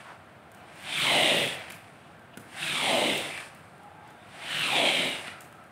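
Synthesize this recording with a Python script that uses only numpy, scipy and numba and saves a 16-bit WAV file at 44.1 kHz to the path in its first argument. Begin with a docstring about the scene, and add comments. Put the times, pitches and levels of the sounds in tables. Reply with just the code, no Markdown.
"""A faint wet brushing dies away and two drops land; then a long-handled rubber squeegee is drawn
three times across a soaked carpet, near the microphone in a walled yard. Each stroke bites, swells
to a crest and eases off: the pile rasps, foam fizzes, water gurgles, the rubber judders, and the
gathering wave gives a hollow note that sinks as it grows. Between strokes the blade lifts, flings
drops and is set down again. The walls answer, and a faint outdoor rumble lies far behind."""
import sys
import numpy as np
from scipy import signal
from scipy.fft import rfft, irfft, next_fast_len
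from scipy.io import wavfile
from scipy.ndimage import map_coordinates
from numba import njit

SR = 44100
rng = np.random.default_rng(int(sys.argv[2]) if len(sys.argv) > 2 else 0)


def output_pcm(signal):
    """Save a mono or channel-first signal as 16-bit PCM at the path in sys.argv[1].

    Samples are clipped to [-1, 1] before scaling.
    """
    pcm = np.clip(np.atleast_2d(signal).T, -1, 1) * 32767
    wavfile.write(sys.argv[1], SR, np.round(pcm).astype(np.int16))


N = 251811

# The three pulls, in the foreground: (crest [s], bite before it [s], easing after it [s],
# lift after it [s], attack [s], release [s], pile [dB], foam [dB], wave [dB], gurgle [dB],
# judder [dB], swish [dB], pitch of the empty hollow [ratio], pitch of the filled hollow [ratio])
STROKES = [(1.208, 0.22, .22, 0.35, 0.35, .5, -24.1, -37, -26.4, -34.2, -39.8, -51, 0.91, .96),
           (2.956, 0.34, .232, 0.54, 0.19, .52, -27.8, -38.8, -28.4, -34.5, -43, -41.5, .97, .99),
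           (4.852, 0.32, .2, 0.473, 0.35, .5, -25.5, -40, -28, -34, -44.5, -37, 1.094, 1.05)]
# How each sound follows a pull: name -> (attack's end after the bite [s], rise over the attack [dB],
# fall over the release [dB], drop at the lift [dB], swell [dB], its lag after the crest [s], width [s])
ENVELOPES = {"pile": (0.01, 26.5, 25.5, 0.5, 12.5, -0.0248, 0.29), "foam": (0, 26.5, 15, 8, 9, -0.02, 0.25),
             "wave": (0.05, 35, 40.7, 1.6, 15.2, 0.022, 0.15), "gurgle": (0, 13.5, 23, 0, 23, .062, 0.22),
             "judder": (.02, 34, 38, 4, 4.5, .05, 0.34)}

def effort(sound):
    """One sound's gain: it rises to the bite, swells at the crest, eases, and drops at the lift."""
    start, rise_db, fall_db, drop_db, swell_db, lag, width = ENVELOPES[sound]
    gain = np.zeros(N)
    for crest, bite, ease, lift, attack, release, *levels in STROKES:
        t = since(crest)
        db = dict(zip(ENVELOPES, levels))[sound]
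        db += rise_db * np.minimum(t + bite - start, 0) / attack
        db += swell_db * (bell(t - lag, width) - 1)
        db += fall_db * np.minimum(ease - t, 0) / release
        db -= drop_db * step(t - lift, width=0.0045)
        gain += amp(db)
    return gain

def swish(width_s=0.045):
    """The gain of the first thin water squeezed out as the blade bites."""
    return sum(amp(db) * bell(since(crest - bite), width_s) for crest, bite, *_, db, _, _ in STROKES)

# The carpet's rasp, pressed hard and lightly brushed: (frequency [Hz], level [dB])
PRESSED_PILE = [(700, -60), (1200, -11), (1700, -8), (2080, -2.5), (2600, -0.5), (3100, 0.5), (3650, -2),
                (4000, -6), (4500, -18), (5500, -28), (6500, -25), (8500, -30), (14000, -120)]
BRUSHED_PILE = [(350, -39), (600, -3.5), (697, 3.5), (876, -1), (1020, -3), (1150, -4.5), (1320, -2.5),
                (2420, 0.5), (5600, -19.5), (6500, -27), (8450, -49), (14300, -120)]

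def pile(level, slip, clump_db=1.11, firm_db=-39, ring_share=0.59, damping=0.081):
    """Wet tufts flick from under the blade; pressed firmly, they ring the hollow's upper resonances."""
    _, second, third = hollow()
    flicks = lambda: grains(rate=4500, spread_db=5)
    ring = unit(sum(ringing(flicks(), hz, damping) for hz in (second, third, 1.302 * third)))
    pressed = blend(coloured(flicks(), PRESSED_PILE), coloured(ring, PRESSED_PILE), ring_share)
    brushed = coloured(grains(rate=7000, spread_db=0.5), BRUSHED_PILE)
    firmness = 1 / (1 + (amp(firm_db) / (level + 1e-9)) ** 3)
    return level * unit(amp(clump_db * slip)) * blend(brushed, pressed, firmness)

# The hollow ahead of the blade: (empty [Hz], filled [Hz], half filled before the crest [s],
# filling time [s], sag after the crest [octaves/s], tracking of the stroke's pitch ratio [exponent])
HOLLOW_MODES = [(1696, 610, .157, .05, 0.64, .1), (2840, 2108, 0.21, .065, 0.15, 1.2),
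                (3870, 3008, 0.13, 0.052, .5, 1.15)]

def hollow():
    """Three pitch curves that sink as water piles up and start afresh with each stroke."""
    crests, *_, empty_ratio, filled_ratio = np.transpose(STROKES)
    nearest = np.abs(since(crests[:, None])).argmin(axis=0)
    t = since(crests[nearest])
    pitches = []
    for empty_hz, filled_hz, lead, filling, sag, tracking in HOLLOW_MODES:
        high = empty_hz * empty_ratio[nearest] ** tracking
        low = filled_hz * filled_ratio[nearest] ** tracking
        filled = step(t + lead, filling)
        pitches.append(high * (low / high) ** filled * 2 ** (-sag * np.maximum(t, 0)))
    return pitches

# Water spilling over: (frequency [Hz], level [dB])
SLOSH_SPECTRUM = [(250, -59), (420, -7), (540, 5.5), (830, 0.5), (1150, -9.5), (1700, -26), (2400, -16),
                  (4000, -55)]

def wave(level, slip, damping=0.29, slosh_share=0.33, bubble_share=0.23, clump_db=-0.64, deep_hz=650):
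    """Water squelches into the hollow before the blade, whose note falls as the wave piles up."""
    hz = hollow()[0] * (1 + 0.028 * wobble(30))
    squelch = grains(rate=2500, spread_db=4.5) * amp(clump_db * slip)
    note = ringing(squelch, hz, damping)
    note = unit(ringing(note, hz, 2.3 * damping) * np.sqrt(hz))
    note = blend(note, bubbles(hz, rate=200, cycles=10.3, scatter=0.171), bubble_share)
    slosh = coloured(grains(rate=1500, spread_db=3), SLOSH_SPECTRUM)
    depth = np.minimum(deep_hz / hz, 1) ** 2  # only a deep wave sloshes over
    return level * blend(note, slosh, slosh_share * depth)

# Water down in the carpet's backing: (frequency [Hz], level [dB])
GURGLE_SPECTRUM = [(130, -35), (200, -0.5), (260, 0.5), (370, 0), (440, -10), (600, -10), (1000, -60)]

def gurgle(level, slip, clump_db=0.7, pocket_hz=320, bubble_share=0.13):
    """Water wells up out of the backing with larger pockets of air."""
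    welling = coloured(grains(rate=900, spread_db=0.5) * amp(clump_db * slip), GURGLE_SPECTRUM)
    pockets = bubbles(np.full(N, pocket_hz), rate=110, cycles=9.6)
    return level * blend(welling, pockets, bubble_share)

def bubbles(hz, rate, cycles, scatter=0.219, rise=0.094):
    """Air pockets ring around the pitch curve hz, each rising slightly as it fades."""
    start = np.flatnonzero(rng.random(N) < rate / SR)[:, None]
    detune, size = rng.standard_normal((len(start), 2)).T[:, :, None]
    t = np.arange(SR // 12) / SR
    turns = hz[start] * np.exp(scatter * detune) * t
    age = turns / cycles
    envelope = amp(2 * size) * np.exp(-age) * (1 - np.exp(-turns))
    envelope *= np.cos(np.pi / 2 * t / t[-1])  # each pocket dies away without a click
    ring = envelope * np.sin(2 * np.pi * turns * (1 + rise * age / (1 + age)))
    samples = start + np.arange(len(t))
    return unit(np.bincount(samples.ravel(), ring.ravel(), N)[:N])

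# The fizz at the blade: (frequency [Hz], level [dB])
FOAM_SPECTRUM = [(2650, -19), (4500, -3), (5750, -8), (6680, -9), (8900, 1), (11900, -15.5), (13300, -21),
                 (14900, -25), (15600, -22)]

def foam(level, slip, clump_db=0.65):
    """Soap bubbles burst along the rubber edge."""
    return level * coloured(grains(rate=16000, spread_db=3) * amp(clump_db * slip), FOAM_SPECTRUM)

# Low drumming at ground level: (frequency [Hz], level [dB])
JUDDER_SPECTRUM = [(30, -50), (50, -43), (80, -20), (115, -15.5), (150, 1), (185, -9.5), (240, -30),
                   (400, -32)]

def judder(level, slip, clump_db=-4.2):
    """The loaded rubber sticks and slips, drumming on the carpet."""
    return level * coloured(grains(rate=700, spread_db=2.5) * amp(clump_db * slip), JUDDER_SPECTRUM)

# The water's sound dips briefly in mid-stroke: (time [s], depth [dB], width [s])
WATER_DIPS = [(1.265, 5, 0.042), (4.95, 10, 0.042)]

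def squeegee(idle_pile_db=-67, idle_foam_db=-76, fading_db=13, fading_db_per_s=87, wave_dip_share=0.73):
    """One uneven slipping of the blade drives every sound; between strokes it barely brushes the pile."""
    idle = 1 + amp(fading_db - fading_db_per_s * clock())  # an earlier stroke dies away at the start
    dip_db = sum(depth * bell(since(s), width) for s, depth, width in WATER_DIPS)
    slip = unit(wobble(130) + 0.32 * wobble(35) + 0.5 * wobble(14))
    out = pile(np.hypot(effort("pile"), amp(idle_pile_db) * idle), slip)
    out += foam(np.hypot(effort("foam"), amp(idle_foam_db) * idle), slip)
    out += wave(np.hypot(effort("wave"), swish()) * amp(-wave_dip_share * dip_db), slip)
    out += gurgle(effort("gurgle") * amp(-dip_db), slip)
    return out + judder(effort("judder"), slip)

# The head lands, or its rubber flicks free: (time [s], thud level [dB], clack level [dB])
KNOCKS = [(1.701, -42, -32), (1.707, -40, -29), (2.373, -28.5, -36.5), (3.338, -59, -28),
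          (3.3768, -47, -23.5), (3.403, -52, -28.5), (5.272, -54.5, -28), (5.28, -35.5, -26)]
# The head's low modes: (frequency [Hz], level [dB], t60 [s])
HEAD_MODES = [(193, -0.5, 0.051), (247, 0.5, 0.052), (334, -1.5, 0.037), (420, -5.5, 0.038),
              (740, -8, 0.011), (1450, -0.5, 0.027)]
# The slap of wet rubber: (frequency [Hz], level [dB])
CLACK_SPECTRUM = [(300, -17), (900, -12.5), (1800, 2), (2450, 2), (3100, -4), (4500, -14), (6500, -42),
                  (9000, -14), (15000, -42)]

def knocks(clack_t60=0.037, low_cut_hz=170, contact_s=0.001):
    """A blow wakes the low modes of the head, and the wet rubber slaps with a short clack."""
    out, t = np.zeros(N + SR), np.arange(SR // 5) / SR
    hz, db, t60 = np.transpose(HEAD_MODES)[:, :, None]
    low_cut = signal.butter(2, low_cut_hz, "high", fs=SR, output="sos")
    for s, thud_db, clack_db in KNOCKS:
        decays = amp(db + rng.normal(0, 1, hz.shape) - 60 * t / t60)
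        thud = (decays * np.sin(2 * np.pi * hz * t)).sum(0)
        thud *= 1 - np.exp(-t / contact_s)  # the carpet cushions the blow
        thud = signal.sosfilt(low_cut, thud)  # a small head radiates no deep bass
        clack = coloured(rng.standard_normal(len(t)), CLACK_SPECTRUM) * amp(-60 * t / clack_t60)
        out[round(s * SR):][:len(t)] += peaking(thud, thud_db) + peaking(clack, clack_db)
    return out[:N]

# Flung water landing in the yard: (time [s], relative level [dB])
DROPS = [(0.517, -47), (0.547, -44.5), (1.701, -35.5), (1.706, -37), (1.721, -35), (2.194, -54),
         (2.373, -36), (3.5485, -46), (3.7793, -54), (3.8332, -50), (4.0761, -52), (4.104, -49),
         (5.407, -35.5), (5.4184, -40.5), (5.526, -47), (5.6396, -51)]
# One splat: (frequency [Hz], level [dB])
SPLAT_SPECTRUM = [(800, -25), (2500, -1), (5000, -4), (9000, 4), (15000, -4.5)]

def drops(t60=0.026, gain_db=2, spray_db=-21, spray_t60=0.22):
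    """Each drop lands with a short bright splat, and finer spray patters after it."""
    out, t = np.zeros(N + SR), np.arange(SR // 8) / SR
    for s, db in DROPS:
        impact = rng.standard_normal(len(t)) * amp(-60 * t / t60)
        spray = grains(rate=2000, spread_db=1)[:len(t)] * amp(spray_db - 60 * t / spray_t60)
        splat = coloured(impact + spray, SPLAT_SPECTRUM)
        out[round(s * SR):][:len(t)] += peaking(splat, db + gain_db)
    return out[:N]

# Light wet scuffs nearby, and faint tones far off:
# (time [s], level [dB], width [s], frequency [Hz], nominal bandwidth [Hz])
SCUFFS = [(.01, -51.5, 0.011, 1510, 1800), (.095, -46.5, 0.038, 1060, 1300), (.63, -54.5, 0.034, 745, 300),
          (.61, -58, 0.048, 170, 150), (.61, -61, 0.057, 2400, 1700), (1.7, -51.5, 0.05, 2078, 1400),
          (2.05, -65, 0.089, 2670, 1800), (2.342, -55, 0.01, 2870, 1000), (5.27, -43.5, 0.023, 2000, 1510),
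          (3.36, -40.5, 0.043, 2353, 900), (4.08, -56.5, 0.038, 1390, 1790), (4.3, -66.5, 0.19, 3570, 300)]
FAR_TONES = [(3.89, -53, 0.059, 817, 90), (4.06, -53, 0.074, 837, 110), (5.36, -53, 0.059, 1347, 130),
             (5.58, -55, 0.06, 1316, 100)]

def swells(rows):
    """Short swells of noise, each in one resonance: a broad one scuffs, a narrow one gives a tone."""
    out = np.zeros(N)
    for s, db, width_s, hz, bandwidth in rows:
        band = filtered(rng.standard_normal(N), lambda f: resonance(f, hz, 0.89 * bandwidth) ** 2)
        out += amp(db) * bell(since(s), width_s) * unit(band)
    return out

# Reverberation between the yard's walls: (frequency [Hz], t60 [s])
WALL_DECAY = [(150, 0.37), (1000, 0.77), (3000, 0.24), (9000, 0.23), (15000, 0.36)]

def yard(x, wet_db, delay_s):
    """The plastered walls answer just after the direct sound; the treble dies first."""
    hz, t, spectra = signal.stft(rng.standard_normal(SR // 2), SR, nperseg=256)
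    decay = amp(-60 * t / along(WALL_DECAY, hz)[:, None])
    tail = signal.istft(spectra * decay, SR, nperseg=256)[1]
    tail = np.pad(tail / np.linalg.norm(tail), (int(delay_s * SR), 0))
    reflections = amp(wet_db) * signal.fftconvolve(x, tail)[:N]
    return (x + reflections) / np.hypot(1, amp(wet_db))

# The open air behind the work: (frequency [Hz], level [dB])
AIR_SPECTRUM = [(15, -75), (25, -45), (59, -16.5), (94, 1), (240, -2), (267, -10.5), (306, -3), (411, -8),
                (568, -6), (785, -8.5), (1420, -7), (2430, -16), (3550, -23), (5460, -38), (15600, -39)]
# Humps in the distant drone: (frequency [Hz], bandwidth [Hz], level [dB])
DRONE_HUMPS = [(158, 190, -11.5), (710, 215, 0), (1340, 84, -8), (1575, 17, 2.5)]

def outdoors(level_db=-51.5, air_db=-1, drone_db=-6):
    """A steady far rumble with a few resonant humps."""
    air = coloured(rng.standard_normal(N), AIR_SPECTRUM)
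    humps = lambda f: sum(amp(db) * abs(resonance(f, hz, width)) ** 2 for hz, width, db in DRONE_HUMPS)
    drone = unit(filtered(rng.standard_normal(N), humps))
    return amp(level_db + 0.18 * wobble(16)) * (amp(air_db) * air + amp(drone_db) * drone)

def amp(db):
    """Decibels to gain."""
    return 10 ** (np.asarray(db) / 20)

def unit(x):
    """Scale to rms 1."""
    return x / np.sqrt(np.mean(x ** 2) + 1e-20)

def peaking(x, db):
    """Scale to a peak of db."""
    return amp(db) * x / np.abs(x).max()

def blend(a, b, share):
    """Mix two unrelated sounds; share is the power given to b."""
    share = np.clip(share, 0, 1)
    return np.sqrt(1 - share) * a + np.sqrt(share) * b

def clock():
    """The time of every sample."""
    return np.arange(N) / SR

def since(s):
    """Seconds since the moment s, for every sample."""
    return clock() - s

def step(t, width):
    """A smooth rise from 0 to 1 around t = 0."""
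    return .5 + .5 * np.tanh(.5 * t / width)

def bell(t, width):
    """A Gaussian hump of height 1 at t = 0."""
    return np.exp(-.5 * (t / width) ** 2)

def wobble(rate):
    """A smooth random curve, rate knots a second."""
    return map_coordinates(rng.standard_normal(int(N * rate / SR) + 4), [clock() * rate])

def grains(rate, spread_db):
    """Tiny impulses of unequal size at random moments, about rate a second."""
    hit = rng.random(N) < rate / SR
    size = amp(spread_db * np.clip(rng.standard_normal(N), -2, 2))
    return unit(hit * size * np.sign(rng.standard_normal(N)))

def along(points, hz):
    """(Hz, value) points read on a log axis."""
    f, values = np.transpose(points)
    return np.interp(np.log(hz + 1), np.log(f + 1), values)

def filtered(x, response):
    """x with its spectrum multiplied by a response of frequency."""
    size = next_fast_len(len(x) + 8192)
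    return irfft(rfft(x, size) * response(np.fft.rfftfreq(size, 1 / SR)), size)[:len(x)]

def coloured(x, spectrum):
    """x shaped by (Hz, dB) points, at rms 1."""
    return unit(filtered(x, lambda hz: amp(along(spectrum, hz))))

def resonance(f, hz, width):
    """Response of one damped mode."""
    return 1j * f * width / (hz * hz - f * f + 1j * f * width)

def ringing(x, hz, damping):
    """x ringing in a resonance that follows the pitch curve hz, at rms 1."""
    return unit(glide(x, 2 * np.sin(np.pi * hz / SR), damping))

@njit
def glide(x, tune, damping):
    """A resonator whose frequency moves from sample to sample."""
    out = np.zeros(len(x))
    low = band = 0.
    for i in range(len(x)):
        low += tune[i] * band
        band += tune[i] * (x[i] - low - damping * band)
        out[i] = band / np.sqrt(tune[i])
    return out

def scene():
    """In mono: the strokes close and fairly dry, drops and knocks with more wall, the rumble far off."""
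    strokes = squeegee()
    impacts = yard(drops() + knocks(), wet_db=-4, delay_s=0.021)
    strokes = yard(strokes, wet_db=-11.5, delay_s=0.009)
    return (strokes + impacts + swells(SCUFFS) + swells(FAR_TONES) + outdoors())[None]

def record(dry, top_hz=15650):
    """The microphone is a phone's, and the phone keeps nothing above its band limit."""
    return np.array([filtered(x, lambda hz: hz < top_hz) for x in dry])

dry = scene()
out = record(dry)
output_pcm(out)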